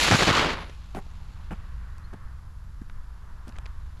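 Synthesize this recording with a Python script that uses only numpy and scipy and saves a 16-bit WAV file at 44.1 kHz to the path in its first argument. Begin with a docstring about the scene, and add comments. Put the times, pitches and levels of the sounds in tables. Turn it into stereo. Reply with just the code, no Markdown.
"""Outdoors on asphalt, hand-held stereo microphone right beside a burning firecracker fuse.
At first the gas jet hisses, spurts, puffs on the microphone, turns hollow and spits.
The hiss dulls and fades as the recordist backs away: five soft steps, grit ticking underfoot.
About two seconds in, one faint bird chirps far off; near three, light wind swells on the microphone.
In the distance throughout: a low rumble with an engine-like hum, and the tyres of traffic."""
import sys
import numpy as np
from scipy import signal
from scipy.fft import rfft, irfft
from scipy.io import wavfile
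from scipy.ndimage import map_coordinates

SR = 44100
rng = np.random.default_rng(int(sys.argv[2]) if len(sys.argv) > 2 else 0)


def file_out(sig):
    """Save sig as 16-bit WAV at sys.argv[1]."""
    # one column per channel
    cols = np.atleast_2d(sig).T
    # limit, then scale
    lim = np.clip(cols, -1, 1)
    pcm = np.round(lim * 32767).astype(np.int16)
    wavfile.write(sys.argv[1], SR, pcm)


N = 176400
TIME = np.arange(N) / SR
BINS = np.fft.rfftfreq(N, 1 / SR)

# stereo width of close and distant sound (f/Hz, side against mid/dB)
NEAR_WIDTH = [(40, -14), (150, -24), (700, -23), (1400, -18), (3000, -13), (6000, -8.5), (11000, -1.5)]
FAR_WIDTH = [(40, -9), (150, -12), (1300, -4), (3500, -2), (11000, 0)]
# balance of the two microphone ports (f/Hz, left minus right/dB)
NEAR_BALANCE = [(50, -1.5), (1200, -0.4), (3000, 0), (6000, 2.5), (11000, 1.5)]
FAR_BALANCE = [(50, -0.9), (300, 1.5), (1300, 5), (3000, -0.7), (11000, 0.5)]
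# phase between the ports (f/Hz, lead of left/rad)
PORT_LEAD = [(100, -0.054), (1200, -0.14), (3300, -0.48), (6500, -0.43), (11000, -0.21)]

# wind on the microphone and distant engine (t/s, level/dB)
WIND_LEVEL = [(0, -50), (1, -45.5), (2.7, -45), (2.88, -34), (3.2, -42), (4, -38)]
ENGINE_LEVEL = [(0, -35), (.8, -40.5), (1.2, -39), (1.7, -37.5), (2.1, -40), (2.6, -40.5), (3.1, -43),
                (3.7, -40), (4, -41)]
# spectra of wind, steady microphone hiss, engine rumble and tyres (f/Hz, relative level/dB)
WIND_SPECTRUM = [(4, 2), (11, 6), (28, 8.5), (45, -7), (80, -19), (200, -48.5), (2000, -95)]
MIC_HISS_SPECTRUM = [(300, 12.5), (2500, -1), (5000, 2.5), (6200, -1.5), (7500, -1.5), (8500, -8),
                     (9500, -6.5), (10800, -2), (12000, -5), (13300, -7), (14400, -28)]
RUMBLE_SPECTRUM = [(20, -1), (40, -2.5), (58, 4.5), (76, -11), (105, -13), (150, -18), (190, -19.5),
                   (240, -31), (380, -46), (2500, -76)]
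TYRE_SPECTRUM = [(200, -9), (450, -10.5), (720, -8), (1020, 1.5), (1400, -2), (1700, -3.5), (2200, -15.5),
                 (3200, -25), (6000, -56)]
# lines of the engine's hum (f/Hz, level against the rumble/dB)
HUM_LINES = [(79.5, -7.5), (100, -18), (124, -17.5)]
# distant traffic (t/s, level/dB, tyre pitch/ratio)
TRAFFIC_FLOW = [(0, -66.5, 1.05), (1.25, -58.5, 0.88), (1.6, -57, 1.06), (2.2, -56, 1.077),
                (2.55, -62, 0.97), (2.78, -60.5, 1.06), (3.1, -59, 1), (3.65, -55, 1.005), (4, -62, 0.99)]

# the fuse spitting, then grit underfoot (t/s, level/dB, centre/Hz, width/octaves, decay/s, top/Hz)
DRY_TICKS = [(0.535, -40, 3000, 0.79, .003, 12000), (0.627, -41, 2000, 1.7, .003, 10000),
             (.696, -38.5, 2000, 3, 0.0045, 7000), (0.948, -33.5, 1400, 1.15, 0.0031, 14000),
             (1.066, -43.5, 1500, 1.9, 0.0024, 7000), (1.5079, -38.5, 1700, 0.65, 0.005, 3400),
             (1.982, -47, 7000, 1.2, 0.0007, 14000), (2.136, -48.5, 7800, 0.57, 0.00064, 14000),
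             (2.8977, -38, 1550, 0.27, 0.0012, 7000), (3.48, -44, 5960, 2, 0.0017, 14010),
             (3.492, -46, 5500, 0.26, 0.0011, 13030), (3.5235, -47, 2500, 0.62, 0.0011, 8000),
             (3.5585, -42, 1900, 0.39, 0.001, 7000), (3.5638, -45.5, 2000, 1, 0.0043, 8000),
             (3.5854, -33, 1900, 1.8, 0.00097, 11000), (3.6575, -37.5, 2660, 0.8, 0.0013, 7800),
             (3.6624, -36.5, 3220, 0.95, 0.0014, 7500)]
# spectra of ticks, scuffing sole and loose grit (f/Hz, relative level/dB)
TICK_SPECTRUM = [(200, 22), (1000, 5.5), (2800, 1.5), (4200, -2.5), (7500, -6), (11000, -12), (14000, -6)]
SCUFF_SPECTRUM = [(60, -7), (180, 12), (400, -1), (520, -2), (800, -1), (1150, -8), (1500, -7),
                  (3000, -20.5), (4000, -50), (12000, -56)]
GRIT_SPECTRUM = [(500, -42), (2500, 9), (4500, -2), (7000, -1), (9000, -2.5), (11000, -2.5), (14000, -11)]
# strikes of heel and sole (t/s, level/dB, pitch/ratio, ring time/ratio)
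SHOE_STRIKES = [(.948, -29.5, 0.84, 0.42), (.968, -29.5, .98, 1), (.9755, -32.5, 1.04, 1),
                (.9855, -39, 1.45, 0.53), (1.5087, -34, 0.79, 0.3), (1.522, -37, 1.07, .4)]
# modes of the shoe (f/Hz, relative level/dB, decay/s)
SHOE_MODES = [(388, -2.5, 0.012), (770, -1, 0.0098), (1400, -12, 0.0031)]
# the recordist's steps (t/s, length/s, thump/dB, thump/Hz, scuff/dB, grit/dB)
FOOTFALLS = [(0.951, 0.043, -44.5, 204, -38.5, -54), (1.507, 0.027, -32.5, 188.5, -36.5, -58.5),
             (2.128, 0.016, -38, 373, -42.5, -66), (2.814, 0.0068, -30, 213, -52, -64),
             (3.472, 0.026, -42, 220, -47.5, -63)]

# thin sizzle of the fuse (t/s, level/dB)
SIZZLE_LEVEL = [(0, -39.5), (.4, -69), (.6, -67), (.85, -83), (1.4, -85), (4, -85)]
# puffs of gas hitting the microphone (t/s, peak/dB, centre/Hz)
GAS_PUFFS = [(.1095, -13.5, 260), (.1205, -13.5, 160), (.131, -13.5, 136), (.1495, -12, 148),
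             (.222, -20, 380), (0.276, -19.5, 187), (0.293, -12.5, 180), (.313, -13.5, 115)]
# spurts of flame (t/s, length/s, roar/dB, gust/dB)
FLAME_SPURTS = [(0.077, 0.007, -18.5, -26), (0.1107, 0.042, -17.5, -25), (0.189, 0.027, -23, -32),
                (0.22, 0.014, -21, -25), (0.2699, 0.03, -18, -27.5), (0.307, 0.0057, -34, -31)]
# spectra of a spurt's roar and of its gust on the microphone (f/Hz, relative level/dB)
ROAR_SPECTRUM = [(60, -63), (300, -1), (900, 1.5), (1500, 1.5), (2500, -2), (4200, -8.5), (5500, -11.5),
                 (7300, -20.5), (8500, -23), (14000, -49)]
GUST_SPECTRUM = [(20, -16), (70, -6), (120, 0.5), (200, -5), (350, -7), (700, -18.5), (8000, -74)]
# the fuse's jet at the microphone (t/s, level/dB, dullness/0-1)
JET_COURSE = [(0, -22, 0), (0.061, -20.5, 0.2), (.098, -25, 0.15), (.17, -24.5, 0.05), (.25, -24, 0.22),
              (.325, -26, 0.47), (.365, -21, 0.49), (.42, -22, 0.66), (.49, -26.5, 0.88), (.53, -29, 0.69),
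              (0.557, -37, 0.96), (.63, -39.5, 0.97), (.66, -49, 0.86), (.76, -58.5, 0.3), (.93, -61, 0.14),
              (1.6, -62, 0.44), (2.5, -74, 0.2), (4, -66.5, 0.3)]
# spectra of the jet, facing it and off its axis (f/Hz, relative level/dB)
JET_ON_AXIS = [(30, -15), (150, -7), (400, -7), (1000, -4.5), (2700, -1.5), (4200, -2), (5400, -9.5),
               (7200, -7), (8300, -19.5), (9600, -21.5), (10700, -19.5), (12500, -26.5), (14400, -27.5)]
JET_OFF_AXIS = [(30, -26), (150, 2), (400, -0.5), (760, -3.5), (1020, 0.5), (1350, -3.5), (1650, -4.5),
                (3200, -10.5), (4600, -16), (5600, -24), (7200, -30), (8500, -37.5), (11000, -44),
                (14400, -53)]


def amp(db):
    """Decibels to gain."""
    return 10 ** (np.asarray(db) / 20)


def unit(x):
    """Scales to rms 1."""
    return x / np.sqrt(np.mean(x ** 2) + 1e-20)


def per_bin(table):
    """A table over log frequency, at every bin."""
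    hz, value = np.transpose(table)
    return np.interp(np.log(BINS + 1), np.log(abs(hz) + 1), value)


def per_sample(table):
    """A table over time, at every sample."""
    return np.interp(TIME, *np.transpose(table))


def wander(rate_hz):
    """Random drift of rms 1, mostly slower than rate_hz."""
    return unit(irfft(rfft(rng.standard_normal(N)) / (1 + (BINS / rate_hz) ** 4), N))


def noise():
    """Two unrelated white noises."""
    return rng.standard_normal((2, N))


def grains(per_s, spread_db):
    """Two unrelated trains of random clicks, uneven in size."""
    size = amp(spread_db * np.minimum(rng.exponential(1, (2, N)), 4))
    return unit(size * np.sign(noise()) * (rng.random((2, N)) < per_s / SR))


def burst(start, length, rise_s, fall_s):
    """Linear attack, hold and exponential release."""
    t = TIME - start
    return np.clip(t / rise_s, 0, 1) * np.exp(-np.maximum(t - length, 0) / fall_s)


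def at_mic(drive, colour_db, width=NEAR_WIDTH, balance=NEAR_BALANCE):
    """Colours a mid and side pair and spreads it over the two microphone ports, at rms 1."""
    mid, side = rfft(drive) * amp(colour_db)
    side = side * amp(per_bin(width)) / 2
    lean = amp(per_bin(balance) / 2) * np.exp(.5j * per_bin(PORT_LEAD))
    return unit(irfft(np.array([(mid + side) * lean, (mid - side) / lean]), N))


def wide_noise(spectrum):
    """Coloured noise with the wide stereo image of the background."""
    return at_mic(noise(), per_bin(spectrum), FAR_WIDTH, FAR_BALANCE)


def wind_and_mic_hiss(hiss_db=-65.5):
    """Light wind on the microphone over its own steady hiss."""
    wind = wide_noise(WIND_SPECTRUM) * amp(per_sample(WIND_LEVEL))
    return wind + amp(hiss_db) * wide_noise(MIC_HISS_SPECTRUM)


def traffic(swell_db=.7):
    """Distant tyres swell, and shift a little in pitch as the cars move."""
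    times, db, pitch = np.transpose(TRAFFIC_FLOW)
    tyres = wide_noise(TYRE_SPECTRUM)
    position = np.cumsum(np.interp(TIME, times, pitch))
    moving = np.array([map_coordinates(port, [position], order=3, mode="wrap") for port in tyres])
    return moving * amp(np.interp(TIME, times, db) + swell_db * wander(rate_hz=9))


def engine(drift=.012, waver_db=2):
    """A distant engine: low rumble with hum lines that drift together in pitch."""
    clock = np.cumsum(1 + drift * wander(rate_hz=2.19)) / SR
    hum = np.zeros(N)
    for hz, db in HUM_LINES:
        waver = amp(waver_db * wander(rate_hz=0.71))
        hum += amp(db) * unit(waver * np.sin(2 * np.pi * (hz * clock + rng.random())))
    return (wide_noise(RUMBLE_SPECTRUM) + hum) * amp(per_sample(ENGINE_LEVEL))


def bird(start_s=2.034, length_s=.034, note_hz=4260, scoop_hz=700, scoop_s=0.0045, db=-58.5):
    """One far chirp that scoops up to its note."""
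    t = np.clip(TIME - start_s, 0, length_s)
    hz = note_hz - scoop_hz * np.exp(-t / scoop_s)
    return amp(db) * np.sin(np.pi * t / length_s) * np.sin(2 * np.pi * np.cumsum(hz) / SR)


def ticks(rise_s=0.00048, skirt_db=13):
    """Short dry ticks: the fuse spitting, then grit underfoot."""
    out = np.zeros((2, N))
    for start, db, hz, octaves, decay, top_hz in DRY_TICKS:
        band_db = -skirt_db * np.log10(1 + (np.log2((BINS + 1) / hz) / octaves) ** 2)
        top_db = -10 * np.log10(1 + (BINS / top_hz) ** 10)
        snap = burst(start, rise_s, rise_s, decay)
        out += amp(db) * np.std(snap) * at_mic(snap * noise(), per_bin(TICK_SPECTRUM) + band_db + top_db)
    return out


def knocks(rise_s=0.0013):
    """Heel, then sole, strike the ground and ring the hollow of the shoe."""
    out = np.zeros(N)
    for start, db, pitch, ring in SHOE_STRIKES:
        for hz, mode_db, decay in SHOE_MODES:
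            mode = np.sin(2 * np.pi * hz * pitch * (TIME - start))
            out += amp(db + mode_db) * burst(start, rise_s, rise_s, decay * ring) * mode
    return out


def footsteps(peak_share=0.77):
    """Below the microphone, a soft thump swells while the sole scuffs over loose grit."""
    scuff = at_mic(grains(per_s=2500, spread_db=3), per_bin(SCUFF_SPECTRUM))
    grit = at_mic(grains(per_s=2500, spread_db=3), per_bin(GRIT_SPECTRUM))
    out = np.zeros((2, N))
    for start, length, thump_db, thump_hz, scuff_db, grit_db in FOOTFALLS:
        t = np.maximum(TIME - start, 0)
        growth = (t / (peak_share * length)) ** 2
        swell = growth * np.exp((1 - growth ** 2) / 2)
        out += amp(thump_db) * swell * np.cos(2 * np.pi * thump_hz * t)
        contact = burst(start, length, rise_s=0.0015, fall_s=.006)
        out += contact * (amp(scuff_db) * scuff + amp(grit_db) * grit)
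    return out


def sizzle(centre_hz=10500, half_width_hz=760, flutter_db=2):
    """The thin top of the fuse's sound: a narrow band of very high, fluttering hiss."""
    band_db = -20 * np.log10(1 + ((BINS - centre_hz) / half_width_hz) ** 2)
    return at_mic(noise(), band_db) * amp(per_sample(SIZZLE_LEVEL) + flutter_db * wander(rate_hz=14))


def hollow(centre_hz=1164, half_width_hz=280, db=-26):
    """A broad, hollow colour around 1.2 kHz swells as the spurts end."""
    band_db = -10 * np.log10(1 + ((BINS - centre_hz) / half_width_hz) ** 4)
    return amp(db) * at_mic(noise(), band_db) * burst(start=0.26, length=0.12, rise_s=0.084, fall_s=0.059)


def puffs():
    """Each puff of gas is one short push of air that thuds on the microphone."""
    out = np.zeros(N)
    for peak_s, db, hz in GAS_PUFFS:
        phase_squared = (np.pi * hz * (TIME - peak_s)) ** 2
        out += amp(db) * (1 - 2 * phase_squared) * np.exp(-phase_squared)
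    return out


def spurts(rise_s=.0015, fall_s=0.0063, pop_db=2, pop_s=0.00148, sputter_db=2.5):
    """The flame flares close up: a pop, a crackling roar, and a gust that buffets the microphone."""
    roar = at_mic(noise() + grains(per_s=2500, spread_db=2.5), per_bin(ROAR_SPECTRUM))
    roar *= unit(amp(sputter_db * wander(rate_hz=220)))
    gust = at_mic(noise(), per_bin(GUST_SPECTRUM))
    out = np.zeros((2, N))
    for start, length, roar_db, gust_db in FLAME_SPURTS:
        pop = amp(pop_db * burst(start, pop_s, rise_s, pop_s))
        out += burst(start, length, rise_s, fall_s) * (amp(roar_db) * pop * roar + amp(gust_db) * gust)
    return out


def fuse(sparks_db=-9, flutter_db=1.47):
    """An unevenly burning gas jet peppered with sparks; it dulls as the microphone leaves its axis."""
    times, db, dullness = np.transpose(JET_COURSE)
    dullness = np.clip(np.interp(TIME, times, dullness), 0, 1)
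    drive = noise() + amp(sparks_db) * grains(per_s=1200, spread_db=4.5)
    stages = np.linspace(0, 1, 5)
    jet = np.zeros((2, N))
    for stage in stages:
        colour_db = (1 - stage) * per_bin(JET_ON_AXIS) + stage * per_bin(JET_OFF_AXIS)
        crossfade = np.interp(dullness, stages, stages == stage)
        jet += crossfade * at_mic(drive, colour_db)
    return jet * amp(np.interp(TIME, times, db) + flutter_db * wander(rate_hz=160))


def scene():
    """Fuse, feet and distance outdoors, with no reverberation."""
    firecracker = fuse() + hollow() + sizzle() + spurts() + puffs()
    steps_and_ticks = footsteps() + knocks() + ticks()
    background = bird() + engine() + traffic() + wind_and_mic_hiss()
    return background + steps_and_ticks + firecracker


def record(dry, ceiling=0.44, roll_off_hz=13100, edge_hz=14400):
    """Soft overload on the highest peaks, the microphone's top roll-off, then the band limit."""
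    soft = dry / (1 + (dry / ceiling) ** 4) ** (1 / 4)
    rolled = irfft(rfft(soft) / np.sqrt(1 + (BINS / roll_off_hz) ** 24), N)
    band_limit = signal.firwin(255, edge_hz, window=("kaiser", 8), fs=SR)
    return signal.oaconvolve(rolled, band_limit[None], "same")


dry = scene()
out = record(dry)
file_out(out)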